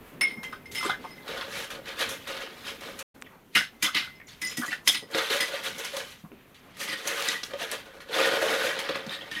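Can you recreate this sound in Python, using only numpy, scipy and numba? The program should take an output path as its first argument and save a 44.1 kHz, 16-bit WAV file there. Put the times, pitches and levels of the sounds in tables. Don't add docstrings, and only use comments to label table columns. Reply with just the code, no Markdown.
import sys
import numpy as np
from scipy import signal
from scipy.fft import rfft, irfft, next_fast_len
from scipy.io import wavfile
from numba import njit

SR = 44100
rng = np.random.default_rng(int(sys.argv[2]) if len(sys.argv) > 2 else 0)


def log_audio(samples):
    frames = np.atleast_2d(samples).T
    limited = np.clip(frames, -1, 1)
    pcm = np.round(limited * 32767).astype(np.int16)
    wavfile.write(sys.argv[1], SR, pcm)


def amp(db):
    return 10 ** (np.asarray(db, float) / 20)


N = 414540
# (start_s, end_s)
SILENCE_S = (3.029, 3.142)


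def level(x, db):
    return x * amp(db) / np.sqrt(np.mean(x ** 2))


def on_log(table, hz):
    f, db = np.transpose(table)
    return np.interp(np.log(hz), np.log(f), db)


def high_pass(x, order, hz):
    return signal.sosfilt(signal.butter(order, hz, "high", fs=SR, output="sos"), x)


def walk(rate_hz):
    return np.interp(np.arange(N) * rate_hz / SR, np.arange(1000), rng.standard_normal(1000))


@njit
def rings(size, start, hz, t60, gain, glide):
    out = np.zeros(size)
    for k in range(len(start)):
        p = np.exp(2j * np.pi * hz[k] / SR - np.log(1000.) / (t60[k] * SR))
        turn = np.exp(2j * np.pi * hz[k] * glide / (t60[k] * SR * SR))
        z = gain[k] + 0j
        for i in range(start[k], min(size, start[k] + int(t60[k] * SR))):
            out[i] += z.imag
            z *= p
            p *= turn
    return out


def ring(s, hz, t60, gain, glide=0.):
    s, hz, t60, gain = (np.ravel(v).astype(float) for v in np.broadcast_arrays(s, hz, t60, gain))
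    start = np.clip(s * SR, 0, N).astype(np.int64)
    return rings(N, start, np.clip(hz, 20, SR / 2.2), np.clip(t60, .001, 1), gain, glide)


def knocks(s, db, hz, t60, lasting_s, spread_db, glide=0.):
    delay, detune = rng.random((2, 8, len(s)))
    return ring(s + lasting_s * delay, hz * amp(spread_db * (detune - .5)), t60, amp(db), glide)


def resonate(x, modes):
    out = 0
    for hz, db, t60 in modes:
        r = np.exp(-np.log(1000) / (t60 * SR))
        poles = [1, -2 * r * np.cos(2 * np.pi * hz / SR), r * r]
        out = out + level(signal.lfilter([1, 0, -1], poles, x), db)
    return out


# (pitch_hz, density_db)
HUM_SPECTRUM = [(12, -28), (20, 0), (99, 1.5), (265, 6.5), (323, -0.5), (382, 3), (652, -5), (2580, -10.5),
                (5520, -28), (7730, -28.5), (13900, -19), (15200, -20.5), (16500, -41.5)]
# (pitch_hz, level_db, t60_s)
WHINE_MODES = [(12300, -81, .03), (13800, -93, 0.036)]
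HUM_DB, HUM_BEFORE_SILENCE_DB = -55, 5.5


def hum():
    size = next_fast_len(N)
    hz = np.maximum(np.fft.rfftfreq(size, 1 / SR), 1)
    spectrum = rfft(rng.standard_normal(size)) * amp(on_log(HUM_SPECTRUM, hz))
    swell = walk(1.0)
    out = 0
    for centre_octave in np.arange(4, 16, 1.5):
        band = np.clip(1 - np.abs(np.log2(hz) - centre_octave) / 1.5, 0, 1)
        waver_db = 0.15 * swell + 3.5 * walk(12.0)
        out = out + irfft(spectrum * band, size)[:N] * amp(waver_db)
    later = np.arange(N) / SR > SILENCE_S[0]
    step_db = np.where(later, 0, HUM_BEFORE_SILENCE_DB)
    return level(out, HUM_DB) * amp(step_db) + resonate(rng.standard_normal(N), WHINE_MODES)


def room(near):
    t60_s, room_db = 0.19, -10
    age = np.arange(SR // 2) / SR
    echo = rng.standard_normal(len(age)) * amp(-60 * age / t60_s) * (age > .004)
    echo = signal.lfilter([1], [1, -.4], echo)
    echo = echo / np.sqrt(np.sum(echo ** 2))
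    return amp(room_db) * signal.fftconvolve(near, echo)[:N]


# (start_s, peak_db, pitch_hz)
CLOSE_CLICKS = [
    (0.2104, -12, 3600),
    (3.2165, -31, 8500),
    (3.2228, -16, 2000),
    (3.2237, -25.5, 7300),
    (4.8756, -5, 3420),
    (4.8765, -1, 4230),
    (7.224, -10, 4500),
]


def clicks():
    cycles, bounce_s, bounce_db = 3.4, 0.0034, -18
    s, db, hz = np.transpose(CLOSE_CLICKS)
    first = ring(s, hz, cycles / hz, amp(db))
    return first + ring(s + bounce_s, hz, cycles / hz, amp(db + bounce_db))


# (start_s, peak_db, pitch_hz, t60_s)
AIR_PLOPS = [(0.369, -26.5, 192, 0.04), (0.522, -25, 1446, 0.022), (0.824, -25.5, 1122, 0.11),
             (0.844, -29, 1294, 0.087), (0.847, -25.5, 387, 0.051), (0.884, -21, 890, 0.026),
             (0.893, -19.5, 1430, 0.065), (1.04, -23.5, 980, 0.024), (3.559, -14, 1580, 0.049),
             (3.6, -19, 1725, 0.045), (3.865, -26.5, 1360, 0.064), (4.583, -20, 230, 0.033),
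             (4.618, -21.5, 1590, 0.04), (4.718, -19.5, 1692, 0.047), (5.024, -28, 453, 0.014),
             (6.234, -28.5, 204, 0.029), (6.316, -32, 316, 0.021), (6.345, -39, 248, 0.015),
             (8.892, -18, 493, 0.034), (9.062, -26.5, 193, 0.03)]
# (start_s, peak_db, pitch_hz, t60_s)
HELD_TAPS = [
    (1.4143, -29, 1400, 0.018),
    (3.261, -35.5, 2130, 0.012),
    (4.2, -31.5, 1870, 0.015),
    (6.2455, -34, 1010, 0.0082),
]


def plops():
    return amp(-8.0) * knocks(*np.transpose(AIR_PLOPS + HELD_TAPS), lasting_s=.018, spread_db=2.84, glide=0.033)


# (start_s, peak_db, pitch_hz)
CUBE_CHINKS = [(0.238, -22, 2480), (0.4344, -27, 2550), (0.7544, -17, 3140), (0.8929, -15, 3520),
               (1.2077, -38, 3880), (3.5642, -7.5, 2800), (3.8364, -6.5, 3260), (3.9521, -19, 3140),
               (4.8745, -0.5, 3480), (4.9477, -14.5, 3590), (7.0753, -34, 3700), (7.2704, -13, 3750),
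               (9.124, -18, 3830), (9.198, -22.5, 3060), (9.315, -23, 2800)]


def cubes():
    return amp(-15.0) * knocks(*np.transpose(CUBE_CHINKS), t60=0.023, lasting_s=0.031, spread_db=2.0)


# (start_s, peak_db, pitch_hz)
DRY_TICKS = [(0.214, -13, 2920), (3.162, -32, 921), (7.2049, -21, 11000), (7.223, -16, 9000),
             (7.715, -15, 5060), (5.147, -6.5, 1750), (5.969, -22, 3080), (6.318, -30, 1170),
             (7.225, -15, 2730), (7.432, -15.5, 3920), (8.791, -13, 1750), (8.958, -10, 1700)]


def ticks():
    return amp(-16.0) * knocks(*np.transpose(DRY_TICKS), t60=.007, lasting_s=0.0013, spread_db=14.6)


# (start_s, peak_db, pitch_hz)
SLUSH_SMEARS = [(0.215, -39, 1240), (0.24, -32, 3200), (0.81, -21.5, 1210), (0.83, -30, 8560),
                (0.87, -27, 3500), (0.91, -25.5, 1690), (3.245, -42, 3000), (3.87, -24, 1280),
                (3.992, -30, 1410), (4.039, -28, 1470), (4.27, -39, 6240), (4.285, -39, 4200),
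                (4.461, -25, 6300), (4.612, -21, 1300), (4.655, -31, 7000), (4.7, -25, 2660),
                (5.125, -22, 3800), (5.175, -19, 4000), (5.18, -17, 1440), (8.09, -35, 804),
                (8.17, -26, 770), (8.502, -22, 1540), (8.601, -17, 1490), (8.7, -18.5, 1710),
                (9.124, -30, 4300), (9.314, -40, 3500)]


def slush():
    return amp(-9.5) * knocks(*np.transpose(SLUSH_SMEARS), t60=0.03, lasting_s=.04, spread_db=2.3)


# (start_s, peak_db, pitch_hz)
ICE_SNAPS = [(3.164, -44, 2900), (8.1104, -28, 1700), (8.1292, -21, 1500), (3.239, -46, 2500),
             (3.951, -14, 3600), (3.958, -10, 3000), (4.881, -7, 3630), (5.15, -13, 3750),
             (0.2126, -12.5, 3970), (7.435, -12, 3940), (7.439, -15, 3900), (8.79, -27, 2500),
             (1.411, -25, 1600), (9.314, -25, 4800), (5.301, -20, 4240), (5.41, -10, 4580),
             (5.683, -20, 5500), (5.848, -20, 5300), (7.287, -8, 5030), (7.309, -19, 3500),
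             (7.535, -24, 2980), (9.066, -24, 4470)]


def snaps():
    return amp(-17) * knocks(*np.transpose(ICE_SNAPS), t60=0.011, lasting_s=.0008, spread_db=7)


# (start_s, peak_db, pitch_hz)
TUB_KNOCKS = [(1.289, -28, 476), (1.56, -33, 541), (2.005, -23.5, 522), (2.289, -32, 549),
              (5.144, -19, 456), (5.195, -38, 457), (5.302, -20, 442), (5.347, -21, 556),
              (5.534, -23.5, 552), (5.793, -31, 458), (5.934, -30.5, 542), (5.968, -28, 555),
              (7.06, -23, 575), (7.535, -22.5, 564), (7.611, -24.5, 633), (7.716, -29, 607),
              (8.094, -26, 461), (8.18, -20, 563), (8.329, -16, 565), (8.414, -16, 600), (8.5, -21, 570),
              (8.644, -16, 524), (8.959, -33, 432)]


def tub_knocks():
    return amp(-12.5) * knocks(*np.transpose(TUB_KNOCKS), t60=0.085, lasting_s=0.0141, spread_db=1.0)


# (start_s, peak_db, pitch_hz, t60_s)
GLASS_SINGS = [(0.218, -14.5, 2166, 0.11), (0.433, -36, 3160, 0.12), (0.751, -31, 3150, 0.16),
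               (3.575, -24, 5350, 0.12), (3.665, -44, 3000, .1), (3.835, -38, 2060, 0.23),
               (3.83, -28, 6660, .1), (4.02, -41, 3030, 0.16), (4.15, -50, 5200, .08),
               (4.416, -21, 2026, 0.26), (4.43, -34.5, 5100, 0.56), (4.572, -39, 14100, .2),
               (4.572, -34, 9250, .2), (4.93, -23.5, 2000, 0.12), (4.955, -36, 9240, 0.13),
               (5.02, -48, 5060, .2), (5.396, -22, 1988, 0.27), (5.41, -30, 5000, 0.15),
               (6.81, -30, 1820, .1), (7.073, -35, 6660, 0.044), (7.272, -22, 1930, .12),
               (7.342, -29, 1950, 0.17), (8.238, -14, 1846, 0.081), (9.045, -46, 1780, 0.14),
               (9.105, -41, 1860, .12), (9.155, -33, 1760, 0.1), (9.13, -41, 8250, .07),
               (9.233, -40, 1870, 0.1), (9.209, -45, 3150, .12)]
# (start_s, peak_db, pitch_hz, t60_s)
WALL_RINGS = [
    (0.452, -48, 2083, .5),
    (0.445, -58, 5246, .35),
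    (0.815, -47, 5237, 0.34),
    (3.555, -17.5, 2061, 0.15),
    (3.558, -20, 2840, .13),
    (3.75, -58, 2065, .4),
    (4.03, -46, 2058, 0.75),
    (4.8745, -21, 2045, 0.14),
    (5.402, -23, 1992, 0.18),
]


def glass_sings():
    sings = amp(-12) * knocks(*np.transpose(GLASS_SINGS), lasting_s=.022, spread_db=0.202)
    s, db, hz, t60 = np.transpose(WALL_RINGS)
    return sings + ring(s, hz, t60, amp(db))


# (start_s, peak_db, first_mode_hz, upper_modes_db)
CLINKS = [(0.2113, -15.5, 2134, -6.5), (0.2243, -15.5, 2130, -17.5), (0.311, -31.5, 2092, -13.5),
          (0.3671, -38, 2130, -15), (0.4402, -33, 2055, -24), (0.5286, -45, 2060, -5),
          (0.6572, -33.5, 2093, -19), (0.755, -22.5, 2079, -10.5), (0.7825, -24.5, 2077, -7),
          (0.831, -30.5, 2070, -6), (0.863, -39, 2080, -9), (0.895, -29.5, 2075, -13),
          (1.0485, -38.5, 2090, -15), (1.1066, -38, 2043, -11), (1.18, -39, 2060, -29)]
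# (start_s, peak_db, first_mode_hz, upper_modes_db)
FULLER_CLINKS = [(3.5543, -18, 1875, -12), (3.569, -22, 2056, -2.5), (3.829, -20, 2058, -3),
                 (3.951, -21.5, 2090, -17), (4.1, -52, 2000, -13), (4.4199, -29.5, 2013, -2),
                 (4.4484, -31.5, 2004, 6), (4.573, -27.5, 1973, -8), (4.68, -27, 1920, -12),
                 (4.8744, -25.5, 2030, 8), (4.9464, -32, 1990, 2.5), (5.026, -44, 1960, -3),
                 (5.406, -29, 1998, 6), (6.8115, -33.5, 1865, -3), (6.886, -26.5, 1980, -9),
                 (6.927, -27, 1850, -7), (7.2797, -25, 1958, -3), (7.3436, -33, 1865, -17),
                 (8.2356, -29, 1520, -11), (9.117, -33, 1770, -8), (9.19, -34, 1855, -18),
                 (9.3145, -28.5, 1827, -13), (9.363, -27, 1834, -28)]
# (nearly_empty_hz, level_db, t60_s, pitch_drop_share)
GLASS_MODES = [(2130, -4, 0.22, 1), (5293, -0.5, 0.14, 0.766), (9330, -4, 0.12, 0.48),
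               (14250, -11.5, .07, .3)]
# (pitch_hz, level_under_blow_db, t60_s)
BOARD_MODES = [(137, -35.5, 0.18), (206, -27.5, 0.093), (301, -29, 0.17)]


def glasses():
    rattle_s, fuller_t60_ratio, fuller_blur = .03, .7, 0.029
    s, db, hz, upper_db = (c[:, None] for c in np.transpose(CLINKS + FULLER_CLINKS))
    drop = hz / GLASS_MODES[0][0]
    fuller = s > SILENCE_S[0]
    blows = []
    for k, (empty_hz, mode_db, t60, share) in enumerate(GLASS_MODES):
        when, pitch, force = np.moveaxis(rng.random((len(s), 3, 9)), 1, 0)
        when[:, 0] = 0
        force[:, 0] = 3
        blur = 0.011 + 0.091 * np.abs(1 - drop) + 0.0088 * (k > 0) + fuller_blur * fuller
        mode_hz = empty_hz * drop ** share * (1 + blur * (pitch - .5))
        mode_t60 = t60 * drop ** 1.8 * fuller_t60_ratio ** fuller
        soft_db = 0.051 * k * (db + 2.0)
        peak_db = db + mode_db + upper_db * (k > 0) + soft_db - 15.0
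        gain = amp(peak_db) * (2.17 + force) * amp(-14 * when)
        blows.append(np.broadcast_arrays(s + rattle_s * when, mode_hz, mode_t60, gain))
    walls = ring(*np.moveaxis(blows, 1, 0))
    board_hz, board_db, board_t60 = np.transpose(BOARD_MODES)
    thud_db = db + board_db + 14.0 - 18 * ~fuller
    return walls + ring(s + 0.00376, board_hz, board_t60, amp(thud_db))


def pushes(rows, t, rise_db_s, fall_db_s):
    s, hold, db, chips_db, boom_db = (c[:, None] for c in np.transpose(rows))
    rise_db = rise_db_s * np.clip(s - t, 0, 1)
    fall_db = fall_db_s * np.clip(t - s - hold, 0, 1)
    power = amp(2 * (db - rise_db - fall_db))
    return amp(2 * np.hstack([0 * db, chips_db, boom_db])).T @ power


# (start_s, hold_s,
# chatter_db, chips_over_chatter_db, boom_over_chatter_db)
TUB_DIGS = [(1.29, 0.13, -43, -11, 3), (2.5, 0.13, -53.5, -10, -2.5), (1.53, 0.091, -39, -6.5, -5),
            (1.73, 0.0067, -49, -8, 6), (1.88, 0.013, -41.5, -13, -2), (2.015, 0.0041, -31, -10.5, -3),
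            (2.09, 0.061, -42.5, -13, -5.5), (2.29, .14, -41, -13, -0.5),
            (2.67, 0.034, -41.5, -8.5, -2.5), (2.83, 0.059, -44.5, -8.5, 1),
            (3.0, 0.014, -47.5, -1.5, -1.5),
            (5.235, 0.084, -34, -10, -8.5), (5.318, 0.01, -32, -8.5, -4),
              (5.425, 0.0084, -34, -6.5, -6.5), (5.531, 0.027, -36.5, -10.5, -3),
              (5.657, 0.014, -35.5, -6.5, -5.5), (5.795, 0.011, -39, -5, -4),
              (5.85, 0.0081, -36.5, -8, -15), (5.948, 0.0224, -39, -6, -2.5), (6.016, 0.1, -48, -6, -12),
              (7.065, 0.15, -36.5, -6, -2), (7.247, 0.082, -34, -7.5, -9.5), (7.509, 0.031, -49, -17, 3.5),
              (7.62, 0.011, -36, -8, -2), (7.725, 0.0096, -38, -9, -4), (7.86, 0.12, -58.5, -9, 7),
              (8.12, 0.027, -50.5, -8, 9.5), (8.15, 0.12, -30.5, -10, 1), (8.319, 0.033, -32.5, -11, 2.5),
              (8.426, 0.13, -32.5, -8, 3), (8.598, 0.095, -33, -9, 0.5), (8.771, 0.2, -40, -18.5, 2),
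              (9.009, 0.057, -53.5, -14, 8), (9.107, 0.046, -40.5, -13, -6), (5.15, 0.014, -39, -7, 7.5),
              (5.192, 0.022, -32, -12, -5.5), (5.345, 0.019, -33.5, -6, -5.5)]
# (start_s, hold_s, chatter_db, chips_over_chatter_db, boom_over_chatter_db)
SLIDES = [(0.24, 0.061, -45, -16, -26), (0.45, 0.04, -65, -7, 9.5), (0.765, 0.13, -40, -8, -17.5),
          (0.855, 0.034, -54, -17, 11), (1.0, 0.21, -59, -8, -2), (3.565, 0.019, -31, -7.5, -29),
          (3.845, 0.014, -32.5, -5, -16.5), (3.965, 0.0049, -23.5, -20, -31.5),
          (4.03, 0.021, -60, -27, -18), (4.43, 0.097, -44, -4, -14.5), (4.57, 0.11, -50, -9, -6),
          (4.71, 0.02, -39, -9, -19), (4.885, 0.04, -35, 1.5, -26), (6.72, 0.057, -55, -11, -32),
          (6.805, 0.034, -37, -2, -11), (6.88, 0.061, -36.5, -10, -11), (6.98, 0.053, -44, -8.5, -6.5),
          (9.22, 0.071, -51.5, -15, 3), (9.32, 0.073, -43, -11, -12)]
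# (chatter_db, chips_db, boom_db)
REST_DB = (-71.5, -73.5, -85)


def handling(t):
    digs = pushes(TUB_DIGS, t, rise_db_s=361, fall_db_s=172)
    slides = pushes(SLIDES, t, rise_db_s=759.5, fall_db_s=328)
    return digs + slides + amp(2 * np.array(REST_DB))[:, None]


# (start_s, peak_db, chips_over_peak_db, clatter_t60_s)
LANDINGS = [(0.21, -12.5, -17, 0.056), (0.431, -30, -2.5, 0.13), (0.524, -35, -14, 0.18),
            (0.6579, -42, -6, 0.15), (0.714, -34, -1, 0.65), (0.748, -23.5, -4, 0.075),
            (3.551, -10, -9, 0.21), (3.8253, -13, -2, 0.16), (3.946, -11, -13, 0.29),
            (4.278, -38.5, -7, 0.65), (4.4154, -28, 2.5, 0.17), (4.57, -26, 4, 0.25),
            (4.662, -31.5, 3, 0.09), (4.8773, -7.5, 0.5, 0.087), (4.944, -16, -12, 0.16),
            (5.405, -13.5, -6, 0.063), (6.544, -41.5, -10, 0.42), (7.433, -31, -2, 0.32),
            (9.313, -25, -9.5, 0.16)]
# (start_s, peak_db, chips_over_peak_db, clatter_t60_s)
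CRACKS = [(1.279, -25, -11.5, 0.24), (1.41, -24.5, -25, 0.16), (1.703, -26, -6.5, 0.19),
          (1.856, -30, -10.5, 0.32), (1.99, -20.5, -6.5, 0.29), (2.0892, -33, 7, 0.33),
          (2.271, -25, -8, 0.42), (2.808, -29.5, -3.5, 0.048), (5.1113, -35.5, 0.5, 0.15),
          (5.1487, -22.5, -10, .08), (5.178, -25, -0.5, .15), (5.3, -12.5, -7.5, .12), (5.531, -37, -4, .1),
          (5.6356, -30, -3, 0.14), (5.782, -31.5, 6, 0.12), (5.8476, -23, 0, .08), (5.9185, -34, -12, 0.14),
          (5.967, -20, 1.5, 0.059), (6.768, -33, -6, .15), (7.6093, -39, -12, .12),
          (8.086, -32.5, -15, 0.18), (8.451, -25, -7, .1), (8.646, -25.5, -11, .12),
          (1.5236, -25, -20, .12), (1.882, -41, -7, .1), (2.4056, -29, -6, .1),
          (2.6775, -25.5, -12.5, 0.12), (2.99, -30.5, 5.5, 0.087), (7.073, -16.5, 4, 0.06),
          (7.535, -23, -15, 0.068), (7.7134, -25, 0, 0.13), (8.003, -34.5, -8, 0.15),
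          (8.7879, -25.5, -3, 0.24), (8.888, -18, -16, 0.12), (8.958, -37, -1, 0.16),
          (9.064, -30.5, -10, 0.085)]


def clatter(t, lump_db):
    attack_s, power = .004, 0
    for at, db, chips_db, t60 in LANDINGS + CRACKS:
        attack = np.clip((t - at) / attack_s + .5, 0, 1) ** 2
        fade = attack * amp(-120 * np.abs(t - at) / max(t60, .004))
        lumps_db = np.interp(at + 0.015, t, lump_db) - 0.2
        sizes_db = np.array([[lumps_db], [0], [chips_db]])
        power = power + amp(2 * (db - 12.0 + sizes_db)) * fade
    return power


# (pitch_hz, level_db, t60_s)
TUB_MODES = [(204, -27, 0.056), (346, -9.5, 0.093), (459, 2.5, 0.064), (541, 5, 0.091), (619, -13.5, 0.12),
             (657, -14.5, 0.071), (748, -18, .04), (1423, -3, 0.028), (1726, -16, 0.026)]


def tub_boom(push, jolts):
    thumps = rng.standard_normal(N) * (rng.random(N) < 500 / SR) * push * jolts
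    return level(resonate(thumps, TUB_MODES), 0.082) * np.sqrt(np.mean(push ** 2))


# (pitch_hz, density_db)
ICE_SPECTRUM = [(350, -30), (600, 4), (922, -14), (1220, -7), (1320, -8), (1820, -6), (2210, -5),
                (3900, -5.5), (7800, -28), (11300, -25), (14600, -33.5), (15800, -43), (16500, -67)]


def chatter(lo_hz, hi_hz, cycles, rate_hz, spread_db):
    count = min(60000, int(rate_hz * N / SR))
    when, pitch, luck, life = rng.random((count, 4)).T
    hz = lo_hz * (hi_hz / lo_hz) ** pitch
    db = on_log(ICE_SPECTRUM, hz) + 20 * np.log10(hz) - spread_db * np.log(1 - luck)
    t60 = cycles * (.5 + 0.5 * life) / hz
    return level(ring(when * N / SR, hz, t60, amp(db)), 0)


# (lowest_hz, highest_hz, ring_cycles, knocks_per_s, force_spread_db)
PIECE_SIZES = [(797, 1918, 42, 1200, 0.5), (1865, 5600, 94, 3000, 2), (5765, 13450, 31, 6700, 0)]


def ice():
    step = 16
    t = np.arange(0, N, step) / SR
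    main, chips, boom = handling(t)
    lump_db = np.clip(4 * np.log10(boom / main) - 1.5, -16, 4)
    power = np.array([main * amp(2 * lump_db), main, chips]) + clatter(t, lump_db)
    envelopes = np.repeat(np.sqrt(power), step, axis=1)[:, :N]
    jolts = amp(1.8 * walk(45))
    pieces = sum(e * chatter(*size) for e, size in zip(envelopes, PIECE_SIZES))
    push = np.repeat(np.sqrt(boom), step)[:N]
    return high_pass(pieces * jolts, 3, 750) + tub_boom(push, jolts)


# (pitch_hz, level_db, t60_s)
SYMPATHY_MODES = [(2060, -61, 0.55), (3140, -58.5, 0.11), (5280, -63, 0.26)]
WIDE_S = [.718, .892, 1.43, 1.475, 3.845, 3.945, 4.572, 4.872, 5.78, 8.01]


def scene():
    stirred = ice()
    near = stirred + resonate(stirred, SYMPATHY_MODES) + glasses() + glass_sings()
    near = near + plops() + cubes() + ticks() + slush() + snaps() + tub_knocks()
    near = high_pass(near + room(near), 2, 150)
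    mid = near + hum() + high_pass(clicks(), 2, 900)
    nearest_s = np.abs(np.arange(N) / SR - np.array(WIDE_S)[:, None]).min(axis=0)
    wide = np.clip(2 - nearest_s / .006, 0, 1)
    side = amp(-12) * wide * high_pass(np.roll(mid, 300), 12, 5200)
    return np.array([mid + side, mid - side])


def low_pass(x):
    return signal.sosfilt(signal.butter(12, 16830, fs=SR, output="sos"), x)


def record(dry):
    t = np.arange(N) / SR
    fade_out = (SILENCE_S[0] - t) / .004
    fade_in = (t - SILENCE_S[1]) / .008
    gate = np.clip(np.maximum(fade_out, fade_in), 0, 1)
    mid = dry.mean(axis=0)
    rounded = dry - mid + np.tanh(.9 * mid) / .9
    noise_floor = 1e-6 * rng.standard_normal(N)
    top_cut = signal.ellip(10, .2, 75, 15900, fs=SR, output="sos")
    mix = signal.sosfilt(top_cut, rounded * gate + noise_floor)
    return low_pass(mix)


dry = scene()
out = record(dry)
log_audio(out)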